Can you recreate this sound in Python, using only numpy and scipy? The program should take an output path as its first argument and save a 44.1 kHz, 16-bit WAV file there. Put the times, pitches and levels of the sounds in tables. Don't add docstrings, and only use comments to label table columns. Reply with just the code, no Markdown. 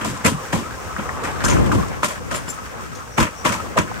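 import sys
import numpy as np
from scipy import signal
from scipy.fft import rfft, irfft
from scipy.io import wavfile
from scipy.ndimage import uniform_filter1d, map_coordinates

SR = 44100
rng = np.random.default_rng(int(sys.argv[2]) if len(sys.argv) > 2 else 0)


def ratio_of_db(decibels):
    return 10 ** (np.asarray(decibels, float) / 20)


def wav_out(sig):
    wavfile.write(sys.argv[1], SR, np.round(np.clip(np.atleast_2d(sig).T, -1, 1) * 32767).astype(np.int16))


N = 176400
T = np.arange(N) / SR
HZ = np.arange(N // 2 + 1) * SR / N + 1e-3


def unit(x):
    return x / np.sqrt(np.mean(x ** 2))


def over_hz(table):
    hz, value = np.array(table).T[:2]
    return np.interp(np.log(HZ), np.log(hz), value)


def over_time(table):
    return np.interp(T, *np.array(table).T)


def colour(x, table):
    below = np.maximum(np.log2(table[0][0] / HZ), 0)
    above = np.maximum(np.log2(HZ / table[-1][0]), 0)
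    return irfft(rfft(x) * ratio_of_db(over_hz(table) - 12.6 * (below + above)), N)


def body(x, table):
    response = 0
    for k, (f, width, db) in enumerate(table):
        damping = 1j * HZ * width
        response = response + (-1) ** k * ratio_of_db(db) * damping / (f * f - HZ * HZ + damping)
    return irfft(rfft(x) * response, N)


def walk(rate):
    k = int(SR / rate)
    held = np.repeat(rng.standard_normal(N // k + 1), k)
    return 1.47 * uniform_filter1d(uniform_filter1d(held, k), k)[:N]


def grains(spread_db, size=1):
    force = np.minimum(rng.exponential(size=N // size + 1), 4.5)
    force = np.repeat(force, size)[:N]
    return unit(rng.standard_normal((3, N)) * ratio_of_db(spread_db * force))


def add_at(out, start_s, sound):
    i = int(start_s * SR)
    out[..., i:i + sound.shape[-1]] += sound[..., :N - i]


def pair(x, lag_s):
    # (frequency [Hz], share [0-1])
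    likeness = [(60, 0.16), (250, 0.73), (2000, 0.25), (4500, 0.081), (8000, 0.077), (11000, 0.96)]
    # (frequency [Hz], phase [rad])
    port_turn = [(100, 1.08), (400, 0.73), (1000, 0.23)]
    like = np.clip(over_hz(likeness), 0, 1)
    spec = rfft(x)
    shared = spec[0] * np.sqrt(like)
    turned = irfft(shared * np.exp(-1j * over_hz(port_turn)), N)
    left = map_coordinates(turned, [(T - lag_s) * SR], mode="mirror")
    own = irfft(spec[1:] * np.sqrt(1 - like), N)
    return np.array([left, irfft(shared, N)]) + own


def wind():
    # (time [s], level [dB])
    gusts = [(0, -75), (.7, -45), (1.35, -36), (1.55, -20), (1.79, -24.5), (1.84, -30.5), (2.1, -45.5),
             (2.27, -36), (2.65, -47), (2.95, -40.5), (3.3, -55), (3.7, -39.5), (4, -37)]

    def buffet():
        low = body(rng.standard_normal(N), [(77, 140, 0)])
        return unit(body(low, [(97.0, 630, 0)]))

    a, b = buffet(), buffet()
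    level = ratio_of_db(over_time(gusts) + 6.5 + 0.93 * walk(21.29))
    return level * np.array([a + .5 * b, -.7 * a + 0.31 * b])


def bird():
    # (time [s], pitch [Hz], level [dB], half length [s])
    peeps = [
        (3.146, 5820, -44.5, 0.037),
        (3.394, 5750, -41, 0.034),
    ]
    out = np.zeros(N)
    for s, hz, db, half_s in peeps:
        u = T - s
        swell = np.exp(-(u / half_s) ** 2)
        phase = 2 * np.pi * (hz + 500 * u) * u + 0.27 * walk(220)
        out += ratio_of_db(db) * swell * np.sin(phase)
    return ratio_of_db(1.5 * walk(300)) * out


def chinks():
    # (time [s], level [dB])
    shakes = [
        (.247, -29.5),
        (.262, -34),
        (1.447, -35),
        (1.532, -40),
        (2.045, -40),
        (2.082, -41.5),
        (2.349, -36.5),
        (2.487, -37.5),
        (2.5, -39),
    ]
    # (frequency [Hz], level [dB], t60 [s])
    loose_modes = [(5140, -11, .06), (6320, -13, .05), (7325, 0, .09), (8836, -13, .1), (9126, -7, .2),
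                   (9810, -18, .1), (11135, -10, .1), (12510, -15, .07), (13070, -16, .1), (14640, -19, .1)]
    out, u = np.zeros(N), T[:SR // 5]
    draws = rng.standard_normal((len(shakes), 2, len(loose_modes)))
    for (s, db), (balance, detune) in zip(shakes, draws):
        ring = 0
        for (f, g, t60), a, b in zip(loose_modes, balance, detune):
            fade = ratio_of_db(g + 2.7 * a - 60 * u / (1.12 * t60))
            ring = ring + fade * np.sin(2 * np.pi * f * (1 + 0.0021 * b) * u)
        add_at(out, s, ratio_of_db(db + 9.5) * np.minimum(u / 0.0012, 1) * ring)
    return out * ratio_of_db(2.9 * walk(250))


def clinks():
    # (time [s], level [dB], tilt [dB per octave])
    jangles = [(.248, -29, -4), (1.441, -28.5, 2), (1.447, -25, 4), (1.4835, -27, 9), (1.496, -23, 7.5),
               (1.527, -31.5, 2), (2.031, -26.5, -10), (2.045, -43, 2), (2.359, -35, -22),
               (2.497, -32.5, 4), (2.95, -36.5, 1), (3.19, -29, 5), (3.4545, -31, 9), (3.523, -35, 0),
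               (3.785, -28.5, -0.5)]
    # (frequency [Hz], level [dB], t60 [s])
    fitting_modes = [(3464, -13.5, 0.15), (4290, -5, 0.05), (5120, -5.5, .09), (5770, -7, 0.097),
                     (6200, -9.5, 0.23), (6400, -8, 0.081), (6800, -7, 0.12), (7430, -15, .07),
                     (8730, -12.5, 0.1)]
    count = len(fitting_modes)
    out, u = np.zeros((count, N)), T[:SR // 6]
    f, g, t60 = np.array(fitting_modes).T[:, :, None]
    draws = rng.standard_normal((len(jangles), 3, count, 1))
    for (s, db, tilt_db), (balance, detune, phase) in zip(jangles, draws):
        level_db = db + g + tilt_db * np.log2(f / 5120) + 1.8 * balance
        fade = np.minimum(u / 0.002, 1) * ratio_of_db(level_db - 60 * u / t60)
        add_at(out, s, fade * np.sin(2 * np.pi * f * (1 + 0.0029 * detune) * u + phase))
    return sum(mode * (.5 + walk(450)) for mode in out)


def rolling():
    # (time [s], level [dB])
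    roll = [(0, -35), (.45, -33), (.7, -35), (1.0, -32.5), (1.4, -31.5), (1.82, -30), (1.97, -35),
            (2.2, -36.5), (2.8, -34.5), (3.06, -37.5), (3.35, -37), (3.6, -33), (4, -35.5)]
    # (frequency [Hz], level [dB])
    wheels = [(40, -6), (70, 0), (130, -9), (300, -12.5), (700, -10.5), (1400, -13), (2300, -20.5)]
    # (frequency [Hz], level [dB])
    hiss = [(2500, 4.5), (4140, -6.5), (5600, 2.5), (9000, -0.5), (12700, -8.5), (13700, -35.5),
            (14500, -4.5), (15900, -17)]
    # (frequency [Hz], width [Hz], level [dB])
    rail_modes = [(489, 54, -4), (1040, 39, -1), (1160, 44, -3), (1283, 53, -2), (1550, 290, -9)]
    gain = ratio_of_db(over_time(roll))
    raw = unit(colour(grains(1.0, size=50), wheels))
    grit = unit(colour(grains(2.6), hiss))
    rumble = 0
    for hz in 56 * 2. ** np.arange(6):
        rumble = rumble + ratio_of_db(3 * walk(22.995)) * body(raw, [(hz, hz * 0.7, 0)])
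    rail = sum(ratio_of_db(4.8 * walk(40)) * body(grains(3.2, size=40), [mode]) for mode in rail_modes)
    low = gain * (ratio_of_db(-2.5) * unit(gain) ** 0.43 * rumble + ratio_of_db(-0.67) * unit(rail))
    high = gain ** 0.61 * ratio_of_db(-22 + 1.2 * walk(24.63)) * grit
    return low, high


def ticks():
    # (time [s], peak level [dB], centre [Hz])
    knocks = [
        (0.1742, -26, 6460),
        (.964, -13.5, 1460),
        (.995, -19, 1200),
        (1.091, -12, 1550),
        (1.252, -12.5, 1660),
        (1.76, -5.5, 152.3),
        (3.596, -20, 1035),
        (3.914, -17, 980),
    ]
    out, u = np.zeros((3, N)), T[:SR // 8]
    weights = np.hanning(10)[1:-1, None]
    for (s, db, hz), (place, phase) in zip(knocks, rng.random((len(knocks), 2, 3, 8, 1))):
        tones = hz * ratio_of_db(10 * (np.arange(8)[:, None] + place) / 8 - 5)
        ring = (weights * np.sin(2 * np.pi * (tones * u + phase / 2))).sum(axis=1) / 2
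        decay_db = 60 * u / 0.035 * np.sqrt(hz / 1200)
        add_at(out, s, ratio_of_db(db + 1.0 - decay_db) * np.minimum(u * hz / 2, 1) * ring)
    return out


def rings():
    # (time [s], peak level [dB], centre [Hz], t60 [s])
    hits = [(.015, -18, 1370, .05), (.247, -4.5, 200, 0.095), (.049, -15, 910, .03),
            (.249, -12, 1820, 0.047), (.251, -8, 516, 0.071), (.262, -9, 2270, 0.048),
            (0.339, -14, 159, 0.14), (.531, -17, 820, 0.15), (1.44, -12.5, 998, 0.055),
            (1.448, -16, 1304, 0.045), (1.461, -12, 1520, .05), (1.568, -11, 1330, 0.025),
            (1.678, -22, 1074, 0.069), (1.695, -4.5, 880, 0.012), (1.716, -9, 1390, 0.043),
            (1.727, -13.5, 1010, 0.063), (1.753, -10, 1020, 0.026), (1.779, -7, 174, .14),
            (1.799, -23, 1290, .06), (2.03, -9.5, 1129, 0.057), (2.032, -16, 2010, 0.057),
            (2.314, -19, 1646, 0.054), (2.527, -22, 1180, .04), (3.18, -18, 1350, .03),
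            (3.184, -6.5, 997, 0.093), (3.205, -10, 1410, 0.072), (3.204, -23, 3300, 0.018),
            (3.21, -6, 298, 0.017), (3.228, -8, 1134, .03), (3.455, -6.5, 990, 0.063),
            (3.463, -13.5, 3370, 0.033), (3.497, -14, 1300, .03), (3.547, -15, 1036, .06),
            (3.762, -9, 586, 0.017), (3.768, -7, 607, 0.036), (3.778, -3.5, 1116, 0.031),
            (3.787, -8, 350, 0.033)]
    out, u = np.zeros((3, N)), T[:SR // 8]
    for (s, db, hz, t60), (place, phase) in zip(hits, rng.random((len(hits), 2, 3, 3, 1))):
        tones = hz * (1 + 0.097 * (np.arange(3)[:, None] + place - 1.5))
        ring = np.sin(2 * np.pi * (tones * u + phase / 2)).sum(axis=1) / 2
        fade = ratio_of_db(db - 60 * u / max(t60, .005)) * np.minimum(u * hz / 2, 1)
        add_at(out, s, fade * ring)
    return out


def bumps():
    # (time [s], knock [dB], thump re knock [dB], rattle re knock [dB], t60 [s])
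    joints = [(0.012, -13.5, -15.5, -22.5, 0.18), (0.048, -17.5, -9.5, -10, 0.42),
              (0.249, -3.5, -14.5, -17.5, 0.2), (0.529, -11.5, -10, -15, 0.35),
              (0.983, -18, -10, -30, 0.16), (1.238, -20, -14.5, -12, 0.41), (1.441, -11.5, -8, -12.5, 0.23),
              (1.481, -10.5, -28, -17.5, 0.47), (1.566, -21, -24, -42, 0.075),
              (1.662, -19.5, -4, -15, 0.12), (1.719, -14.5, -6, -16, 0.19), (1.75, -12.5, -3, -18, 0.046),
              (2.032, -8.5, -19.5, -17, 0.17), (2.312, -14, -15.5, -15.5, 0.27),
              (2.343, -12.5, -30, -15.5, 0.18), (2.479, -22, -13.5, -16, 0.21),
              (3.181, -1.5, -14.5, -21, 0.13), (3.452, -3, -18.5, -19, 0.26), (3.774, -6, -19, -20, 0.21)]
    # (time [s], knock [dB], thump re knock [dB], rattle re knock [dB], t60 [s])
    rebounds = [(0.261, -10, -27, -8, 0.19), (0.318, -29.5, 2, -16, 0.092), (1.883, -25.5, -26, -10, .07),
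                (2.044, -10, -28, -10.5, 0.12), (2.086, -16.5, -36, -14.5, 0.31),
                (3.202, -5, -10, -15, 0.12), (3.227, -7.5, -35, -19, 0.18), (3.268, -15, -38, -35, 0.12),
                (3.492, -17.5, -25, -4.5, 0.051), (3.523, -13, -20, -13.5, 0.22),
                (3.787, -6.5, -3, -16.5, 0.035)]
    # (frequency [Hz], width [Hz], level [dB])
    frame_modes = [(582, 118, -5), (984, 78, -3), (1200, 620, -13), (1430, 105, -12), (1846, 660, -12),
                   (2374, 490, -13.5), (2974, 180, -16.5), (3220, 103, -13)]
    # (frequency [Hz], width [Hz], level [dB])
    chassis_modes = [(74, 78, -3), (120.4, 66.4, 3.5), (217, 69, 2.5), (327, 111, -3)]
    # (frequency [Hz], level [dB])
    rattle_tone = [(3500, -2.5), (4200, -6.5), (7350, -2), (10100, -5), (12900, -16.5), (13700, -37),
                   (14700, -13), (15900, -35)]
    attack_s = 0.0022
    stretch = np.array([[1.1], [.85], [.9]])
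    tail_db = -25 + np.array([[0], [0], [3.5]])
    power = np.zeros((3, N))
    for s, db, low_db, high_db, t60 in [*joints, *rebounds]:
        i = slice(max(int((s - .05) * SR), 0), int((s + .6) * SR))
        u = T[i] - s + attack_s
        after = np.maximum(u, 0)
        decay = ratio_of_db(-60 * (after / (stretch * max(t60, .01))) ** 1.255)
        hit = np.minimum(after / attack_s, 1) ** 2 * decay
        run_up = ratio_of_db(-7) * np.exp(-np.abs(u) / 0.004)
        tail = (u > 0) * ratio_of_db(tail_db - 60 * after / 0.71)
        power[:, i] += (ratio_of_db([[db + low_db], [db], [db + high_db]]) * (hit + run_up + tail)) ** 2
    thump_env, knock_env, rattle_env = np.sqrt(power)
    thump = body(grains(1.98, size=60) * thump_env, chassis_modes)
    hail = grains(3, size=12) * knock_env
    knock = sum(body(hail * ratio_of_db(2.78 * walk(60)), frame_modes[k::3]) for k in range(3))
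    rattle = colour(grains(1.8, size=30) * rattle_env * ratio_of_db(0.47 * walk(82)), rattle_tone)
    return ratio_of_db(22) * thump + ratio_of_db(7) * knock, ratio_of_db(5.5) * rattle


def scene():
    # (time [s], lag [s])
    low_lag = [(1.4, .0001), (2.2, 0.00019)]
    # (frequency [Hz], level [dB])
    pan = [(60, 0.54), (600, 0.59), (1300, 2.2), (2500, 0.38), (4500, 6.3), (8000, 3.8), (15000, 0.11)]
    body_sound, rattle = bumps()
    rumble, hiss = rolling()
    low = body_sound + ticks() + rumble + rings()
    wide = pair(low, over_time(low_lag)) + pair(rattle + hiss, 0.0002533)
    wide = irfft(rfft(wide) * ratio_of_db(np.array([[.5], [-.5]]) * over_hz(pan)), N)
    near = (chinks() + bird()) * ratio_of_db([[5], [-9.5]]) + wind()
    return wide + near + clinks() * ratio_of_db([[4], [-6]])


def low_pass(x):
    return signal.sosfilt(signal.butter(12, 16090, fs=SR, output="sos"), x)


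def record(dry):
    bass_cut = signal.butter(4, 47, "high", fs=SR, output="sos")
    top_cut = signal.ellip(8, .2, 70, 15850, fs=SR, output="sos")
    mix = signal.sosfilt(bass_cut, dry)
    mix = signal.lfilter(*signal.iirnotch(10400, 7, fs=SR), mix)
    mix = np.tanh(0.7 * mix) / 0.7
    mix = signal.sosfilt(top_cut, mix)
    return low_pass(mix)


dry = scene()
out = record(dry)
wav_out(out)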